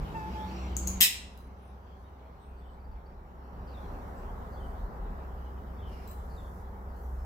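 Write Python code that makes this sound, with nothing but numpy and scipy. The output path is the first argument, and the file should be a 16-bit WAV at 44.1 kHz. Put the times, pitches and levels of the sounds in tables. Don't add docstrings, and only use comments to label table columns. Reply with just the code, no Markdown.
import sys
import numpy as np
from scipy import signal
from scipy.fft import rfft, irfft, next_fast_len
from scipy.io import wavfile
from scipy.ndimage import uniform_filter1d, map_coordinates

SR = 44100
rng = np.random.default_rng(int(sys.argv[2]) if len(sys.argv) > 2 else 0)


def generate_wav(signal):
    frames = np.transpose(np.atleast_2d(signal))
    scaled = np.clip(frames, -1, 1) * 32767
    pcm = np.round(scaled).astype(np.int16)
    wavfile.write(sys.argv[1], SR, pcm)


def decibels_to_gain(level_db):
    exponent = np.asarray(level_db, float) / 20
    return 10 ** exponent


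N = 319725
T = np.arange(N) / SR


def unit(x):
    return x / np.sqrt(np.mean(x ** 2) + 1e-20)


def along(points, hz):
    f, v = np.transpose(points)
    return np.interp(np.log(hz + 1), np.log(f + 1), v)


def curves(rows):
    s, *cols = np.transpose(rows)
    return [np.interp(T, s, c) for c in cols]


def wobble(rate, count=N):
    knots = rng.standard_normal(int(count * rate / SR) + 4)
    return map_coordinates(knots, [T[:count] * rate])


def filtered(x, response):
    m = next_fast_len(x.shape[-1] + 8192)
    spectrum = rfft(x, m) * response(np.fft.rfftfreq(m, 1 / SR))
    return irfft(spectrum, m)[..., :x.shape[-1]]


def causal(gain):
    c = irfft(np.log(gain + 1e-6))
    c[1:len(c) // 2] *= 2
    c[len(c) // 2 + 1:] = 0
    return np.exp(rfft(c))


def apart(pair, lag):
    def turn(hz):
        aimed = 1 / (1 + (850 / (hz + 1)) ** 4)
        return np.exp(-1j * np.pi * aimed * hz * lag / SR * np.array([[1], [-1]]))
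    return filtered(pair, turn)


def rush(spectrum, patchy_db):
    # [pitch_hz, likeness 0-1]
    alike = [(60, 0.975), (130, 0.87), (290, 0.84), (640, 0.49), (1400, .35), (3000, 0.15), (8000, 0.078)]
    z = signal.stft(rng.standard_normal((2, N)), nperseg=512)[2]
    field = uniform_filter1d(rng.standard_normal(z.shape[1:]), size=6, axis=0)
    field = uniform_filter1d(field, size=14, axis=1)
    pair = signal.istft(z * decibels_to_gain(patchy_db * unit(field)), nperseg=512)[1][:, :N]

    def colour_and_width(hz):
        angle = np.arccos(np.clip(along(alike, hz), -1, 1)) / 2
        return decibels_to_gain(along(spectrum, hz)) * [np.cos(angle), np.sin(angle)]
    mid, side = filtered(pair, colour_and_width)
    return unit(np.array([mid + side, mid - side]))


def tone(hz, spread_hz, rough, count=N):
    rough = np.clip(rough, 0, 1)
    rate = max(spread_hz, 1)
    blur = unit(wobble(rate, count)) + 1j * unit(wobble(rate, count))
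    turning = np.exp(2j * np.pi * np.cumsum(hz + 0 * T[:count]) / SR)
    return np.real((np.sqrt(2 - 2 * rough) + np.sqrt(rough) * blur) * turning)


def gate(start, length, edge):
    return np.clip(np.minimum(T - start, start + length - T) / edge + .5, 0, 1)


def room(x):
    # [pitch_hz, fade_s]
    fade = [(1000, .6), (2000, .52), (4000, .47), (8000, .39), (14000, 0.24)]
    hz, t, z = signal.stft(rng.standard_normal((2, SR // 2)), SR, nperseg=256)
    tail = signal.istft(z * decibels_to_gain(-60 * t / along(fade, hz)[:, None]), SR, nperseg=256)[1]
    tail = tail * (1 - np.exp(-np.arange(tail.shape[1]) / SR / 0.0035))
    return signal.fftconvolve(x[None], tail / np.linalg.norm(tail[0]), axes=1)[:, :len(x)]


def note(s, length, hz0, hz1, width_hz, db):
    x = np.zeros(N)
    span = slice(int((s - .02) * SR), min(N, int((s + length + .02) * SR)))
    glide = np.interp(T[span], [s, s + length], [hz0, hz1])
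    buzz = tone(glide, 1.8 * width_hz, rough=1, count=len(glide))
    x[span] = decibels_to_gain(db) * gate(s, length, edge=0.0076)[span] * buzz
    return x


def microphone_hiss():
    # [pitch_hz, level_db per Hz]
    hiss_colour = [(2940, -34), (5000, -6.5), (5580, -4.5), (6410, -9), (7550, -6.5), (9180, -13),
                   (12300, -2), (15100, -2), (15700, -6.5)]
    return decibels_to_gain(-69) * rush(hiss_colour + [(16500, -3)], patchy_db=0)


def street():
    # [time_s, level_db]
    traffic = [(0, -47.5), (.45, -49), (.95, -50), (1.3, -49), (1.9, -48.5), (3.3, -48), (4.1, -46.5),
               (5.15, -47.5), (5.45, -50), (6.2, -50), (7.25, -51)]
    # [time_s, level_db]
    lorry = [(0, -38), (.22, -64.5), (1.05, -51), (1.4, -55.5), (2.3, -53), (2.9, -43.5), (3.3, -50.5),
             (4.1, -51), (4.951, -42), (5.8, -51), (6.4, -46.5), (6.6, -53.5), (7.25, -45)]
    # [time_s, level_db]
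    wheels = [(0, -60), (.6, -53.5), (1.05, -58.5), (1.5, -62.5), (3.5, -67), (3.8, -64), (4.701, -69),
              (5.598, -68.5), (6.8, -72.5)]
    # [time_s, level_db]
    engine = [(0, -36.5), (.1, -50.5), (.35, -38), (.62, -38.5), (.87, -30.5), (1.07, -45.5), (1.19, -36.5),
              (2.2, -41), (2.89, -35.5), (3.2, -41), (3.5, -37), (4.25, -44), (4.5, -38.5), (5.0, -44.5),
              (5.3, -37.5), (6.2, -39.5), (6.9, -41), (7.1, -32.5)]
    # [time_s, pitch_hz, level_db]
    leaving_car = [(0, 140, -42), (.15, 158, -48), (.33, 186, -43.5), (.9, 189, -41.5), (1.16, 185, -54.5)]
    # [start_s, length_s, boost_db]
    revs = [(-0.5, 2.1, 3), (-1, 0.426, 0.5), (3.5, 0.18, 3), (5.5, 0.54, 3)]
    # [pitch_hz, level_db per Hz]
    rumble_colour = [(15, -23.5), (24, -12.5), (33, -3), (39, 1), (47, -3), (56, -4.5), (75, -28.5),
                     (120, -120)]
    roar_colour = [(190, -36), (330, -9), (392, -4), (453, -5), (511, -4), (636, -6.5), (803, -2.5),
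                   (1010, -6), (1290, -9), (2000, -21.5), (2600, -47.5), (4400, -120)]
    exhaust_colour = [(44, -30.5), (75, -1), (90, -6), (130, -10.5), (189, -6), (301, -15), (341, -25),
                      (388, -12.5), (420, -16), (550, -47.5), (920, -120)]
    tyre_colour = [(820, -37), (1400, -6.5), (1810, -19.5), (2120, -4), (3430, -8), (5870, -17.5),
                   (7640, -24.5), (9000, -35), (11700, -65.5), (19800, -120)]

    (roar_db,), (rumble_db,), (tyre_db,), (effort_db,) = map(curves, (traffic, lorry, wheels, engine))
    car_hz, car_db = curves(leaving_car)
    exhaust_db = roar_db + 1.5 + sum(db * gate(s, length, edge=.15) for s, length, db in revs)
    firing_db = effort_db + wobble(9)
    duct_db = -52.5 + 0.24 * (effort_db - effort_db.mean()) + 5 * wobble(11)

    noise = decibels_to_gain(rumble_db + 5.0) * rush(rumble_colour, patchy_db=2.0)
    noise += decibels_to_gain(roar_db + 1.5) * rush(roar_colour, patchy_db=0.27)
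    noise += decibels_to_gain(exhaust_db) * rush(exhaust_colour, patchy_db=-0.0256)
    noise += decibels_to_gain(tyre_db) * rush(tyre_colour, patchy_db=3.14)
    noise += decibels_to_gain(rumble_db - 5) * tone(35, spread_hz=6.3, rough=.4)

    idle = decibels_to_gain(firing_db - 1.95) * tone(63.9, spread_hz=12, rough=0.052)
    idle += decibels_to_gain(duct_db - 2.5) * tone(86, spread_hz=12, rough=0.14)

    car = gate(-0.73, 2.433, edge=.1) * decibels_to_gain(car_db - 2 + 1.8 * wobble(16))
    car *= tone(car_hz, spread_hz=7.5, rough=0.13)
    car += gate(0.14, 0.86, edge=0.041) * decibels_to_gain(-53.5) * tone(335, spread_hz=40, rough=0.73)
    return apart(noise + idle + car, lag=19)


def motor_whine():
    # [time_s, pitch_hz, level_db]
    whine = [(.15, 5200, -82.5), (.6, 5722, -59), (.76, 5940, -68.5), (1.3, 6100, -73.5), (2.3, 5884, -80),
             (2.8, 5413, -82.5), (3.7, 5680, -76.5), (4.2, 5760, -78), (4.5, 5800, -100)]
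    hz, db = curves(whine)
    return decibels_to_gain(db - 4) * tone(hz, spread_hz=160, rough=.6)


def brake_squeals():
    # [start_s, length_s, pitch_hz, level_db, extra pitch at the start in Hz]
    brake = [(0.15, 0.154, 869, -38, 30), (.352, .18, 864, -42, 1.35), (2.21, 0.133, 647, -55.5, 0.985),
             (2.879, 0.103, 875, -52, 0.984)]
    # [multiple of the pitch, level_db]
    overtones = [(1, -3), (2, -15), (3, -21.5)]
    x = np.zeros(N)
    for s, length, hz, db, sharp_hz in brake:
        t = np.clip(T - s, 0, None)
        pitch_hz = hz + sharp_hz * np.exp(-(t / .04) ** 2)
        level_db = db - 39.5 * t
        on = gate(s, length, edge=0.016) * decibels_to_gain(level_db + .6 * wobble(25))
        dull_db = np.maximum(.8 * (level_db - brake[0][3]), -7)
        for k, overtone_db in overtones:
            ring = tone(k * pitch_hz, spread_hz=20 * k, rough=0.074)
            x += on * decibels_to_gain(overtone_db + (k - 1.5) * dull_db) * ring
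    return apart(decibels_to_gain(2.5) * np.array([x, x]), lag=16.9) + decibels_to_gain(-12.5) * room(x)


def birds():
    # [length_s, start_hz, end_hz, width_hz, level_db]
    slow_phrase = [(.07, 4720, 4380, 480, -6.5), (.045, 3820, 3400, 135, -1), (0.0773, 3520, 3350, 250, -9)]
    quick_phrase = [(.042, 4550, 4600, 350, -6), (.035, 3480, 3420, 180, -4), (.065, 3110, 3060, 170, 0)]
    # [start_s, level_db, boost of the first note in dB]
    slow_calls = [(3.67, -64.5, 0.99), (6.298, -66.5, .1)]
    quick_calls = [(2.568, -69, 0), (4.525, -69.5, 3), (5.745, -67, -10.5)]
    # [start_s, length_s, pitch_hz, level_db]
    peeps = [(2.04, .035, 3797, -72.5), (2.41, .04, 3690, -75.5), (2.8, .02, 4700, -72.5),
             (2.845, .02, 4700, -70.5), (2.915, .02, 4720, -71), (3.055, .02, 4710, -70.5),
             (5.4, 0.028, 3092, -81), (5.46, .035, 3052, -73.5), (5.57, 0.036, 3050, -77.5),
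             (5.66, 0.052, 3080, -79.5), (5.79, 0.087, 3600, -76.5), (5.883, 0.1366, 2896, -71),
             (6.89, .04, 4700, -84), (6.957, 0.051, 4480, -83), (7.03, .045, 6007, -81),
             (7.18, 0.054, 5296, -82.5)]
    # [start_s, length_s, pitch_hz, level_db]
    seeps = [(1.3, 0.18, 10600, -77), (1.58, .14, 10540, -77), (1.65, .038, 8805, -74.5),
             (1.97, 0.132, 10500, -84), (2.395, 0.071, 8200, -76.5), (2.43, 0.086, 8757, -79),
             (2.548, .2, 8120, -82.5), (4.17, .035, 7734, -75.5), (4.606, 0.12, 8760, -83.5),
             (6.36, 0.0707, 7580, -81.5)]
    x = np.zeros(N)
    for phrase, calls in ((slow_phrase, slow_calls), (quick_phrase, quick_calls)):
        for s, db, first_db in calls:
            for length, hz0, hz1, width_hz, level in phrase:
                x += note(s, length, hz0, hz1, width_hz, db + level + first_db)
                s, first_db = s + length, 0
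    for rows, fall, width in ((peeps, .03, 0.046), (seeps, 0.01218, 0.011)):
        for s, length, hz, db in rows:
            x += note(s, length, hz, hz * (1 - fall), hz * width, db)
    return decibels_to_gain(3) * x + decibels_to_gain(-1.5) * room(x)


def sleeves():
    # [start_s, length_s, level_db]
    moves = [(0, .55, -70), (3.66, 1.2, -74), (5.88, .75, -70.5), (6.95, .5, -72)]
    # [pitch_hz, level_db per Hz]
    cloth_colour = [(2000, -26.5), (3500, -9), (6000, 1.5), (8000, 0), (9300, -5), (11000, 0.5),
                    (15000, 1.5), (16500, -120)]
    swell = sum(decibels_to_gain(db) * gate(s, length, edge=0.04) for s, length, db in moves)
    return swell * decibels_to_gain(0.5 * wobble(5.8)) * rush(cloth_colour, patchy_db=0.5)


def bag():
    # [start_s, length_s, level_db]
    rustles = [(5.887, 0.252, -63)]
    # [pitch_hz, level_db per Hz]
    bag_colour = [(1200, -12), (2300, 8), (3500, -7.5), (5400, 2), (7100, -28.5), (10200, -18.5),
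                  (15500, -17.5)]
    swell = sum(decibels_to_gain(db) * gate(s, length, edge=0.071) for s, length, db in rustles)
    return swell * decibels_to_gain(1.5 * wobble(60)) * rush(bag_colour + [(16500, -120)], patchy_db=1.2)


def grit():
    # [start_s, length_s, pitch_hz, width_hz, level_db]
    scrapes = [(5.869, .75, 10430, 695, -87), (7.009, 0.062, 13340, 2510, -74.5)]
    x = sum(note(s, length, hz, hz, width_hz, db) for s, length, hz, width_hz, db in scrapes)
    x = x * decibels_to_gain(1.5 * wobble(9))
    return decibels_to_gain(-0.5) * x + decibels_to_gain(4.5) * room(x)


def clinks():
    # [start_s, pitch_hz, time to fade by 60 dB in s, level_db]
    touches = [(1.0092, 13700, 0.008, -13), (1.016, 13420, 0.041, -19), (1.016, 5148, 0.16, -33.5),
               (1.016, 3904, 0.12, -32), (1.376, 3957, 0.0426, -51.5), (6.074, 7640, 0.129, -55.5),
               (6.075, 14530, .08, -52.5), (6.075, 15600, .07, -57.5), (6.075, 4010, 0.085, -58.5),
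               (6.078, 13000, .05, -61), (6.113, 8970, 0.087, -59.5), (6.113, 12800, .05, -60.5),
               (6.113, 13800, .08, -56.5), (6.113, 6200, .06, -67.5)]
    x = np.zeros(N)
    for s, hz, t60, db in touches:
        t = np.clip(T - s, 0, None)
        fade = decibels_to_gain(db - 60 * t / t60) * (1 - np.exp(-t / 0.00049))
        x += fade * np.sin(2 * np.pi * hz * t)
    return x * decibels_to_gain([[3], [-4]]) + decibels_to_gain(3.5) * room(x)


def cracks(events, colour, t60, wet_db, ring_db):
    # [pitch_hz, width_hz, level_db]
    tile = [(2689, 270, -1.5), (3760, 250, -5.5), (5390, 51, -7.5), (7470, 320, -5), (9772, 63, -9.5),
            (13700, 43, -3), (13900, 33, -2.5), (15075, 56, -10.5)]
    x, t = np.zeros(N + SR), np.arange(SR // 20) / SR
    for s, db in events:
        burst = decibels_to_gain(db + 1 - 60 * t / t60) * np.tanh(t / 0.00023) * rng.standard_normal(len(t))
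        x[round(s * SR):][:len(t)] += burst

    def ring(f):
        return sum(decibels_to_gain(db + ring_db) * 1j * f * w / (c * c - f * f + 1j * f * w) for c, w, db in tile)
    x = filtered(x[:N], lambda f: causal(decibels_to_gain(along(colour, f))) * (1 + ring(f + 1)))
    return apart(x * decibels_to_gain([[3.5], [-4]]), lag=-7.0) + decibels_to_gain(wet_db) * room(x)


def nippers():
    # [time_s, peak level_db]
    bite_times = [
        (.7667, -23.5),
        (.7745, -34),
        (.8722, -23),
        (.8742, -21),
        (.8805, -30.5),
    ]
    # [time_s, peak level_db]
    snap_times = [
        (1.0055, -17),
        (1.0092, -5),
        (1.0155, -6),
        (1.0215, -6.5),
        (1.0265, -7.5),
        (1.0305, -15),
        (1.036, -14),
        (1.049, -12),
    ]
    # [time_s, peak level_db]
    tick_times = [(1.3748, -42), (4.08, -61), (4.19, -59.5), (6.076, -49), (6.113, -47.5), (6.965, -62.5)]
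    # [pitch_hz, level_db per Hz]
    bite_colour = [(3060, -30), (5750, -19.5), (6500, -2), (7610, -10), (8510, -17.5), (10000, -21),
                   (11100, -15), (13700, -19), (15100, -14.5), (15800, -22)]
    snap_colour = [(560, -50.5), (950, -22.5), (1490, -27.5), (1920, -6), (2240, -9.5), (2770, -5.5),
                   (3630, -11.5), (4080, -6), (4540, -18), (5230, -1.5), (5810, -14), (7890, -5.5),
                   (10200, -13.5), (13600, -4), (15800, -10)]
    tick_colour = [(1760, -70.5), (3000, -0.5), (3540, -12), (4950, -7), (5730, -23), (6010, -5.5),
                   (7460, -9), (8280, -12), (13300, 0), (15800, 2)]
    bites = cracks(bite_times, bite_colour, t60=.014, wet_db=-0.5, ring_db=-7.5)
    snap = cracks(snap_times, snap_colour, t60=0.009, wet_db=6.0, ring_db=-7)
    ticks = cracks(tick_times, tick_colour, t60=.01, wet_db=2, ring_db=-20)
    return decibels_to_gain(12.0) * bites + decibels_to_gain(7) * snap + decibels_to_gain(7.5) * ticks


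def scene():
    background = street() + motor_whine() + brake_squeals() + birds()
    handling = sleeves() + bag() + grit() + clinks()
    return background + handling + nippers()


def automatic_gain_db():
    duck_s, back_s = 0.9982, 3.278
    return np.interp(T, [duck_s, duck_s + .095, back_s, back_s + 0.652], [0, -9, -9, -2])


def low_pass(x):
    return signal.sosfilt(signal.butter(12, 16800, fs=SR, output="sos"), x)


def record(dry):
    levelled = (dry + microphone_hiss()) * decibels_to_gain(automatic_gain_db())
    limited = filtered(levelled, lambda hz: causal(1 / (1 + (hz / 16000) ** 150)))
    return low_pass(limited)


dry = scene()
out = record(dry)
generate_wav(out)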